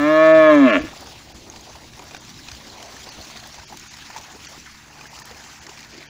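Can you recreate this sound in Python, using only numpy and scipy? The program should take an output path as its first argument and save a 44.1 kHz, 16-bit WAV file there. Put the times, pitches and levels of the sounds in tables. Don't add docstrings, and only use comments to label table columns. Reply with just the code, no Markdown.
import sys
import numpy as np
from scipy import signal
from scipy.fft import rfft, irfft
from scipy.io import wavfile
from scipy.ndimage import uniform_filter1d

SR = 44100
rng = np.random.default_rng(int(sys.argv[2]) if len(sys.argv) > 2 else 0)


def unload_audio(sound):
    columns = np.transpose(np.atleast_2d(sound))
    steps = np.round(np.clip(columns, -1, 1) * 32767)
    wavfile.write(sys.argv[1], SR, steps.astype(np.int16))


def magnitude_from_level(level_db):
    exponent = np.asarray(level_db, float) / 20
    return 10 ** exponent


N = 268569


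def evened(x):
    return x / np.sqrt(np.mean(x ** 2) + 1e-20)


def steady(x, size=1400):
    power = uniform_filter1d(uniform_filter1d(x ** 2, size), size)
    return x / np.sqrt(power + 1e-12)


def read(points, hz):
    f, value = np.transpose(points)
    return np.interp(np.log(hz + 1), np.log(f + 1), value)


def add(mix, s, sound):
    part = mix[round(s * SR):][:len(sound)]
    part += sound[:len(part)]


def swell(t, s, length):
    return np.exp(-((t - s) / length) ** 2)


def band_filter(x, order, hz, kind="low", run=signal.sosfilt):
    return run(signal.butter(order, hz, kind, fs=SR, output="sos"), x)


def resonate(x, hz, width):
    turn = np.exp(2j * np.pi * np.cumsum(hz * np.ones(len(x))) / SR)
    r = np.exp(-np.pi * abs(width) / SR)
    return 2 * (turn * signal.lfilter([1 - r], [1, -r], x / turn + 1e-18)).real


def wind():
    # f/Hz, density/dB per Hz
    rumble_spectrum = [(20, -45.5), (38, -44), (52, -1), (64, 3.5), (85, -6.5), (120, -1.5), (170, -49.5)]
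    # t/s, rise/dB
    gusts = [(0.0, 10), (.1, 0), (0.391, 10), (.54, 4), (.8, 12), (.85, 11.5), (1.2, 3.5), (1.36, 6.5),
             (1.48, 4), (1.75, 5), (1.95, 5), (2.35, 6), (2.53, 12.5), (3.02, 4), (3.2, 8), (3.42, 8),
             (3.6, 9), (3.719, 3), (4.41, 6), (5.19, 8.5), (5.331, 13), (5.5, 5), (5.6, 6), (5.87, 10)]
    breeze_db, easing_db_per_s, gust_s = -50.5, -1.84, 0.035
    tilt = magnitude_from_level(read(rumble_spectrum, np.fft.rfftfreq(N, 1 / SR)))
    rumble = irfft(rfft(rng.standard_normal(N)) * tilt, N)
    t = np.arange(N) / SR
    gusts_db = sum(db * swell(t, s, gust_s) for s, db in gusts)
    return steady(rumble, size=4000) * magnitude_from_level(breeze_db + easing_db_per_s * t + gusts_db)


def pump():
    # f/Hz, level/dB
    orders = [(73.2, -66), (147, -59), (220, -61), (294, -67.5)]
    drift = []
    for _ in range(5):
        slow = uniform_filter1d(uniform_filter1d(rng.standard_normal(N), 9000), 9000)
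        drift.append(evened(slow))
    clock = np.cumsum(1 + 0.00602 * drift[-1]) / SR
    out = np.zeros(N)
    for (hz, db), waver in zip(orders, drift):
        out += np.sqrt(2) * magnitude_from_level(db + 2.0 * waver) * np.sin(2 * np.pi * hz * clock)
    return out


def fine_drips(drips_per_s=400., spread_db=3.0):
    size = magnitude_from_level(spread_db * np.minimum(rng.exponential(1, N), 3)) * (rng.random(N) < drips_per_s / SR)
    kind, drips = rng.integers(0, 24, N), np.zeros(N)
    t = np.arange(500) / SR
    for k, hz in enumerate(np.geomspace(600, 14000, 24)):
        drip = np.sin(2 * np.pi * hz * t * (1 + 8 * t)) * np.exp(-t * hz / 4.0) * np.sqrt(hz)
        drips += signal.oaconvolve(size * (kind == k), drip)[:N]
    return evened(drips)


def wash(patchy_db=2.0, flicker_db=1.44, drip_share=0.29):
    # f/Hz, density/dB per Hz
    water_spectrum = [(71, -13.5), (120, -13), (298, -8.5), (508, -7.5), (900, -5.5), (1310, -9.5),
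                      (1900, -7.5), (2700, -7.5), (4500, -5.5), (6500, -7.5), (7300, -11.5), (8200, -26.5),
                      (10500, -27), (13500, -35)]
    # t/s, stir/dB
    stirring = [(0.0, 2.5), (0.9, 1.55), (1.08, 1), (1.25, -1), (1.58, 0.4), (1.9, -0.5), (2.3, 0),
                (2.55, 1.5), (2.7, 0.3), (3.3, 3.5), (3.65, 0.54), (4.1, 1), (4.35, 1), (4.5, 3),
                (4.76, -1), (5.17, 2), (5.6, 1.5), (6.09, -1.1)]
    # level/dB, share of stir, drift/dB per s as the herd nears
    layers = [(-49, 0.22, -0.98), (-56.5, 0.58, -0.68), (-50.5, 1.25, 0.43), (-49.5, 1.48, 0.1343),
              (-61.5, 1.5, -0.36)]
    # from f/Hz, to f/Hz
    layer_bands = [(125, 350), (400, 660), (750, 2700), (4800, 7500), (8500, 15500)]
    layer_reach = [170, 330, 430, 620, 780, 2600, 3100, 7000, 8500, 15500]
    # t/s, length/s, rise/dB, centre of the surge f/Hz
    strides = [(1.07, 0.028, 2.5, 450), (1.37, 0.034, 7.5, 232), (1.48, 0.032, 10, 340),
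               (1.702, 0.03, 8, 650), (2.005, 0.033, 3, 495), (2.14, 0.041, 2, 696),
               (2.355, 0.11, 10.5, 203), (2.68, 0.042, 6, 203), (2.8, 0.17, 6, 645), (3.102, .04, 8, 554),
               (3.284, 0.15, 2.5, 605), (3.447, 0.082, -1, 250), (3.738, 0.029, 16.5, 310),
               (4.03, .04, 0.5, 232), (4.056, 0.13, 3.5, 1580), (4.165, 0.038, 10.5, 700),
               (4.35, 0.027, 9, 328), (4.58, 0.036, 7.5, 330), (4.682, 0.022, 9.5, 1430),
               (5.33, 0.1, 4.5, 540), (5.67, 0.026, 11, 302), (5.956, 0.058, 10.5, 358),
               (6.014, 0.17, 4.5, 2010), (0.964, 0.16, 5, 734), (1.8, 0.45, 3.5, 714),
               (5.463, 0.11, 1, 298), (4.23, 0.06, -5.5, 230), (3.81, .035, 6, 560), (5.0, .04, 5, 600),
               (5.31, .07, 6, 150)]
    # t/s, length/s, rise/dB, centre f/Hz
    lulls = [(2.35, 0.093, -14.5, 500), (3.88, 0.05, -12, 470), (4.73, 0.068, -11, 550),
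             (5.58, .05, -10, 540), (3.8, 0.035, -14, 640), (3.52, 0.027, -3, 470), (4, 0.044, -4, 530),
             (4.7, 0.067, -6, 340), (4.8, 0.099, -2, 270), (5.2, 1, -5, 3770), (4.62, 0.07, -13, 680),
             (5.9, 0.12, -3.5, 830), (3.6, 0.05, -8, 210), (1.34, .05, -8, 215), (4.05, .04, -8, 520),
             (2.38, .04, -6, 1550), (2.8, .06, -5, 215), (2.96, 0.068, 2, 1800), (1.5, .05, -8, 190),
             (6.2, 0.08, -17, 700)]
    surge_octaves, lull_octaves = 0.96, 0.5

    drips = fine_drips()
    hz, t, z = signal.stft(rng.standard_normal(N) + drip_share * drips, SR, nperseg=512)
    patches = evened(uniform_filter1d(uniform_filter1d(rng.standard_normal(z.shape), 8, 0), 8, 1))
    flicker = evened(uniform_filter1d(rng.standard_normal(len(t)), 3))

    surges = np.zeros(z.shape)
    for rows, octaves in ((strides, surge_octaves), (lulls, lull_octaves)):
        for s, length, db, f in rows:
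            across = swell(np.log2(hz + 1), np.log2(f), octaves)
            surges += db * np.outer(across, swell(t, s, length))

    shape = read(water_spectrum, hz)
    power = magnitude_from_level(2 * shape) * 2 * hz[1] / SR
    stir_db = np.interp(t, *np.transpose(stirring))
    lift = []
    for (db, share, drift), (lo, hi) in zip(layers, layer_bands):
        band_db = 10 * np.log10(power[(hz >= lo) & (hz < hi)].sum())
        lift.append(db + share * stir_db + drift * t - band_db)
    blend = np.array([np.interp(hz, layer_reach, np.repeat(row, 2)) for row in np.eye(len(layer_bands))]).T

    wet = np.clip(hz / 3100.0, 0, 1)[:, None]
    texture_db = patchy_db * patches + flicker_db * wet * flicker
    z = z * magnitude_from_level(shape[:, None] + blend @ np.array(lift) + surges + texture_db - 2.5)
    return signal.istft(z, SR, nperseg=512)[1][:N]


def ticks():
    # t/s, peak level/dB
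    bursts = [(1.0087, -27), (1.0437, -33), (1.9714, -37), (2.0413, -30), (2.1475, -45), (2.207, -36),
              (2.828, -32), (2.9038, -36), (3.474, -26), (3.7723, -25), (3.7962, -26), (5.1994, -27),
              (5.2556, -24.5), (5.3986, -45)]
    out, t = np.zeros(N), np.arange(600) / SR
    for (s, db), noise in zip(bursts, rng.standard_normal((len(bursts), len(t)))):
        bright = band_filter(noise, 1, [5500, 9500], "band")
        add(out, s, magnitude_from_level(db - 3.5 - 60 * t / 0.0077) * bright)
    return out


def clacks():
    # t/s, peak level/dB, f/Hz
    pockets = [(2.1468, -26, 780), (2.1468, -29, 1510), (2.1478, -30, 2430), (2.1478, -32, 3700),
               (2.148, -37, 5950), (1.9935, -31, 2400), (1.9935, -33, 530), (1.9935, -38, 6800),
               (1.997, -33.5, 1010), (2.4852, -28.5, 2530), (2.4852, -28, 4070), (2.4855, -34, 5800),
               (2.5148, -31, 4300), (2.518, -33, 6100), (1.5, -27, 6450), (5.056, -29, 1690),
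               (5.131, -36, 880), (5.012, -34.5, 1100), (5.178, -35, 1310), (3.7715, -34, 6500),
               (3.7975, -33, 6300), (3.829, -35, 5400), (3.94, -34.5, 4100), (3.942, -36.5, 2020),
               (4.6, -33, 5900), (3.742, -33, 930), (4.2, -34, 900), (3.0695, -34, 460), (3.3, -32.5, 1070),
               (1.304, -40, 760), (2.3, -36, 4360), (3.4402, -36, 1630), (4.992, -36, 1500),
               (2.168, -38, 1670), (2.7, -32, 4200), (3.7, -33, 860), (4.1, -34, 800)]
    t60 = 0.019
    out, t = np.zeros(N), np.arange(1500) / SR
    for s, db, hz in pockets:
        add(out, s, magnitude_from_level(db - 60 * t / t60) * np.sin(2 * np.pi * hz * t))
    return out


def splashes():
    # t/s, peak level/dB, ring f/Hz, treble share/dB
    water_splashes = [(1.07, -31, 844, -8), (1.536, -29.5, 875, -19), (1.56, -32.5, 755, 0), (1.934, -40, 740, 1),
                      (1.997, -36, 1006, -14), (2.021, -29, 960, -11), (2.1467, -36, 1140, -1),
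                      (2.62, -34, 540, -23), (2.8, -29, 730, -8), (2.826, -27.5, 697, -5), (2.882, -36, 704, -16),
                      (3.069, -27, 800, -16), (3.269, -37, 311, -13), (3.426, -32.5, 700, -27),
                      (3.542, -32, 700, -2), (3.584, -30, 835, -9), (3.632, -31, 920, -23), (3.705, -41, 666, -20),
                      (3.725, -22.5, 800, -24), (4.103, -28.5, 980, -24), (4.1622, -17, 876, -15),
                      (4.177, -25, 870, -7), (4.526, -31, 790, -10), (4.56, -28, 1380, -25),
                      (4.665, -31, 1510, -6.5), (5.155, -39, 680, -9), (5.311, -30.5, 487, -4),
                      (5.692, -29.5, 400, -1), (5.977, -33, 313, -7),
                      (1.608, -29, 6480, -27), (2.109, -30.5, 2430, -7), (2.375, -32, 3850, -17),
             (2.4854, -34, 2380, 1), (2.515, -28, 4900, -3), (2.549, -28, 4780, -10),
             (3.211, -23, 4300, -30), (3.771, -34, 6700, -0.5), (3.797, -33, 6370, -9),
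             (3.938, -42, 2030, -10), (3.968, -26.5, 5400, -18), (4.022, -30.5, 1690, -8),
             (4.447, -27.5, 4500, -9), (4.47, -23, 5800, -9), (5.0105, -27.5, 2480, -20),
             (5.055, -38, 1670, -18), (5.1882, -26, 5100, -11), (5.218, -30, 1770, -14),
             (5.44, -30.5, 1720, -10), (5.666, -27, 1860, -4.5), (5.774, -31, 2360, -6),
             (5.828, -35.5, 2370, 0), (6.004, -32, 2380, -26), (2.208, -33, 6760, -20),
             (2.292, -29, 5800, -12), (3.543, -33, 5600, -23), (4.168, -26, 6130, -7),
             (4.211, -30, 6000, -7), (4.103, -28, 1760, -12), (4.146, -32, 1950, -9),
             (4.183, -26, 5760, -8), (2.486, -36, 4130, -15), (2.499, -36, 1860, -12),
             (4.222, -32, 5960, -13), (1.9928, -33, 2310, -5), (2.166, -32, 1500, -4),
             (2.827, -31, 3110, -19), (3.089, -24, 4900, -15), (3.722, -30, 960, -20),
             (5.132, -37, 880, -14), (5.274, -30, 1810, -16), (5.805, -29, 6650, -11),
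             (5.847, -34, 2200, -8), (5.79, -33, 2300, -5.5), (5.839, -34, 4290, -9),
             (3.596, -30, 1500, -8), (2.965, -27.5, 1770, -20)]
    ring_s, ring_fall = 0.039, 0.21
    out, t = np.zeros(N), np.arange(4000) / SR
    impacts = water_splashes
    noise = rng.standard_normal((len(impacts), 2, len(t)))
    onset = 1 - np.exp(-t / 0.00089)
    for (s, db, hz, spray_db), (froth_noise, spray_noise) in zip(impacts, noise):
        t60 = ring_s * (hz / 1e3) ** -ring_fall
        bubble = np.sin(2 * np.pi * hz * t * (1 + 0.6 * t))
        froth = .45 * evened(resonate(froth_noise, hz * (1 + 1.8 * t), .2 * hz))
        ring = 1.04 * (bubble + froth) * magnitude_from_level(-60 * t / max(t60, .005))
        hiss = evened(band_filter(spray_noise, 8, [1000, 7200], "band"))
        spray = magnitude_from_level(spray_db + 8.0 - 60 * t / 0.025) * hiss
        add(out, s, magnitude_from_level(db - 6.5) * onset * (ring + spray))
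    return out


def echoes(x):
    # f/Hz, t60/s
    field_decay = [(200, 0.45), (700, 0.18), (2000, 0.12), (5000, 0.15)]
    taps = np.zeros(SR)
    at = np.arange(1200, SR - 80, 80)
    taps[at + rng.integers(0, 80, len(at))] = rng.choice([-1., 1.], len(at))
    hz, t, z = signal.stft(taps, SR, nperseg=256)
    decay = magnitude_from_level(-60 * t / read(field_decay, hz)[:, None])
    tail = signal.istft(z * decay, SR, nperseg=256)[1]
    return signal.fftconvolve(x, tail / np.linalg.norm(tail))[:len(x)]


def in_the_field(call):
    # delay t/s, level/dB
    slaps = [
        (0.059, -34),
        (0.114, -22),
        (0.158, -28.5),
    ]
    echo_db = -13
    thin = band_filter(call, 2, 900, "high")
    slapped = sum(magnitude_from_level(db) * np.roll(thin, round(delay * SR)) for delay, db in slaps)
    return call + slapped + magnitude_from_level(echo_db) * echoes(call / 8 + thin)


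def tube(modes, steep):
    hz = abs(np.fft.fftfreq(8192, 1 / SR))
    power = sum(magnitude_from_level(2 * db) / (1 + (2 * (hz - f) / width) ** 2) ** steep for f, width, db in modes)
    log_gain = .5 * np.log(power + 1e-10)
    return np.exp(np.conj(signal.hilbert(log_gain)))


def throat(drive, modes, steep=1.4):
    response = np.fft.ifft(tube(modes, steep)).real[:4096]
    return steady(signal.oaconvolve(drive, response)[:len(drive)])


def gliding_throat(t, turns, hz, modes, steep=2.0):
    # t/s, resonance shift/%
    neck = [(0.0, 2), (.07, 3), (.16, 3), (.26, 1), (.4, 1), (.5, -2), (.57, -1.5), (.65, -1)]
    # f/Hz, share
    follow = [(1000, .8), (1700, .3), (2350, .5), (3200, 0.98), (3950, 0.81)]
    gain, grid = tube(modes, steep)[:4096], np.arange(4096) * SR / 8192
    shift = np.interp(t, *np.transpose(neck)) / 100
    out = np.zeros(len(t))
    for k in range(1, 36):
        seen_hz = k * hz / (1 + shift * read(follow, k * hz))
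        out += (np.interp(seen_hz, grid, gain) * np.exp(2j * np.pi * k * turns)).real
    return steady(out)


def fold_cycles(t, hz):
    shake = evened(uniform_filter1d(rng.standard_normal(len(t)), 300))
    turns = np.cumsum(hz * (1 + 1 / 700 * shake)) / SR
    return turns + .05 - np.interp(.768, t, turns) % 1


def through_nose(call, t, lead):
    # t/s, centre f/Hz, share 0-1
    nose = [(0.0, 786, 0), (.1, 750, 0.65), (.24, 803, 0.85), (.36, 823, 1), (.5, 795, 1), (.58, 750, 0.84),
            (.65, 734, 0.88), (.72, 780, 0.48)]
    at, centre_hz, share = np.transpose(nose)
    long_t = np.arange(-lead, 2 * len(t) - lead) / SR
    nosed = resonate(call[:2 * len(t)], np.interp(long_t, at, centre_hz), 292)
    swallowed = np.pad(np.clip(np.interp(t, at, share), 0, 1), (0, len(t)))
    add(call, 0, -swallowed * nosed)


def last_puffs(call, lead):
    # t/s, level/dB
    puffs = [(.792, -20), (.805, -22), (.838, -23), (.85, -24), (.875, -36)]
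    t = np.arange(3000) / SR
    tones = np.sin(2 * np.pi * 305.0 * t) + 0.22 * np.sin(2 * np.pi * 460.0 * t)
    puff = magnitude_from_level(-760. * t) * (1 - np.exp(-t / 0.0003)) * tones
    for s, db in puffs:
        add(call, s + lead / SR, magnitude_from_level(db) * puff)


def moo():
    # t/s, pitch f/Hz, effort level/dB, mouth opening level/dB, chest hum level/dB
    contour = [
        (0.0, 143.5, -20.5, -6.5, 2),
        (0.102, 154.9, -12.5, -10, 3),
        (0.226, 158.6, -6.5, -12, -3),
        (0.361, 159.2, -6, -16, -1.2),
        (0.495, 153.6, -6, -10.5, -4),
        (0.59, 142, -7, -19, -2.3),
        (0.661, 126.8, -8.5, -15.5, 3),
        (0.71, 108.7, -16, -5.5, 0.3),
        (0.784, 79.9, -15.5, -11.5, -1.5),
    ]
    # f/Hz, width/Hz, level/dB
    chest_modes = [(277, 34.5, 15.5), (626.3, 57, 13.5), (485, 110, -29), (158, 80, -43.5), (706, 43, -5)]
    # f/Hz, width/Hz, level/dB
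    mouth_modes = [(925, 240, -17.5), (1083, 120, 4.5), (1260, 150, 1.5), (1420, 75, -9.5),
                   (1584, 130, -12), (1720, 137, 2), (1770, 58, -23.5), (2088, 145, -7.5), (2245, 86, -10),
                   (2350, 76, -6.5)]
    # f/Hz, width/Hz, level/dB
    rasp_modes = [(2545, 40, -18), (2727, 126, -15.5), (2950, 70, -23.5), (3210, 110, -17),
                  (3467, 110, -17.5), (3837, 110, -18.5), (4136, 63, -22.5), (4130, 82, -35.5)]
    # f/Hz, width/Hz, level/dB
    gape_modes = [(1090, 110, 1), (1387, 39, 5), (1726, 115, 2.5), (2070, 43, 4), (2353, 88, 0),
                  (2860, 164, -1.5), (3190, 54, -2), (2630, 90, -6), (3460, 104, -11.5), (4000, 130, -15),
                  (4290, 110, -21)]
    # t/s, rasp level/dB
    rasp_swell = [(0.0, 0.5), (.14, -2), (.3, 0), (.45, .5), (.53, -1.5), (.62, -2), (.68, 5), (.75, 1)]
    rasp_level_db, rasp_effort, rasp_opening = -17, 0.78, 0.49
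    gape_start = .93
    snap_db, lips_shut_s = -20, .771

    s, *columns = np.transpose(contour)
    lead = 4000
    t = np.arange(-lead, round(s[-1] * SR) + lead) / SR
    hz, chest_db, open_db, hum_db = (np.interp(t, s, c) for c in columns)
    mouth_db = chest_db + open_db
    rasp_db = rasp_level_db + rasp_effort * chest_db + rasp_opening * open_db
    rasp_db = rasp_db + np.interp(t, *np.transpose(rasp_swell))

    hz = uniform_filter1d(hz, 900)
    turns = fold_cycles(t, hz)
    folds = sum(np.cos(2 * np.pi * k * turns) for k in range(1, 56))
    air = rng.standard_normal(len(t))
    drive = evened(folds) + .03 * air
    uneven = magnitude_from_level(1.8 * rng.standard_normal(400))[(turns + .4).astype(int)]
    creak = uneven * drive + .25 * air * np.exp(-(turns % 1) / .3)

    parted = np.clip((t - .635) / 0.076, 0, 1)
    wide = np.clip((t - .67) / 0.056, 0, 1)
    narrow_modes = [(f * (gape_start if f > 2500 else 1), width, db) for f, width, db in gape_modes]
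    gape = (1 - wide) * throat(creak, narrow_modes, steep=2.1)
    gape += wide * throat(creak, gape_modes, steep=2.43)
    closed_modes = mouth_modes + rasp_modes
    closed = gliding_throat(t, turns, hz, closed_modes, steep=2.07) + 0.091 * throat(air, closed_modes)
    upper = (1 - parted) * closed + parted * np.roll(gape, -4)
    mouth = band_filter(upper, 3, 2170, run=signal.sosfiltfilt)
    rasp = steady(upper - mouth)

    lips = magnitude_from_level(-850. * np.maximum(t - lips_shut_s, 0))
    bare = band_filter(drive, 4, [350, 3150], "band", run=signal.sosfiltfilt)
    snaps = magnitude_from_level(snap_db) * parted * lips * uneven * bare

    chest = throat(drive, chest_modes, steep=1.634)
    hum = band_filter(chest, 3, 400, run=signal.sosfiltfilt)
    voice = magnitude_from_level(chest_db) * (chest + (magnitude_from_level(hum_db) - 1) * hum)
    voice += lips * (magnitude_from_level(mouth_db) * steady(mouth) + snaps)
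    voice += lips ** .55 * magnitude_from_level(rasp_db) * rasp
    stop = magnitude_from_level(-1500. * np.maximum(t - s[-1], 0))

    call = np.pad(voice * stop, (0, N))
    through_nose(call, t, lead)
    call = band_filter(call, 4, 148, "high")
    last_puffs(call, lead)
    return in_the_field(call)[lead:lead + N]


def scene():
    return (moo() + wash() + wind() + splashes() + clacks() + ticks() + pump())[None]


def low_pass(x):
    return signal.sosfilt(signal.butter(12, 17040, fs=SR, output="sos"), x)


def record(dry):
    # t/s, length/s, loss/dB, from f/Hz
    treble_dips = [(.334, .026, -14, 3000), (.484, .026, -14, 1900), (.718, .022, -16, 3000),
                   (.806, .03, -16, 4100), (1.335, .022, -17, 800), (2.19, .022, -17, 800),
                   (3.108, .022, -15, 900), (3.663, .03, -18, 900), (3.895, .028, -18, 900),
                   (4.474, .028, -20, 600), (5.091, .024, -17, 1500), (5.24, .024, -17, 1000),
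                   (5.606, .026, -17, 1500), (6.083, .04, -30, 1000)]
    # from f/Hz, to f/Hz
    spared_bands = [(1300, 1850), (2250, 2850), (4300, 5000), (5500, 6800)]
    shelf_hz, shelf_db, edge_hz = 14400, 11, 15600
    hz, t, z = signal.stft(dry, SR, nperseg=512)
    kept = rng.random((len(treble_dips), 60)) < .3
    spared = sum((hz > lo) & (hz < hi) for lo, hi in spared_bands) > 0
    loss = np.zeros(z.shape[1:])
    for (s, length, db, from_hz), lucky in zip(treble_dips, kept):
        lucky_bins = lucky[(hz // 430).astype(int)] & (hz < 7500)
        hit = (hz > from_hz) & ~spared & ~lucky_bins
        loss += db * hit[:, None] * np.clip(1.5 - 3 * abs(t - s) / length, 0, 1)
    loss += (shelf_db * (hz > shelf_hz) - 90 * (hz > edge_hz))[:, None]
    mix = signal.istft(z * magnitude_from_level(loss), SR, nperseg=512)[1][:, :N]
    return low_pass(mix)


dry = scene()
out = record(dry)
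unload_audio(out)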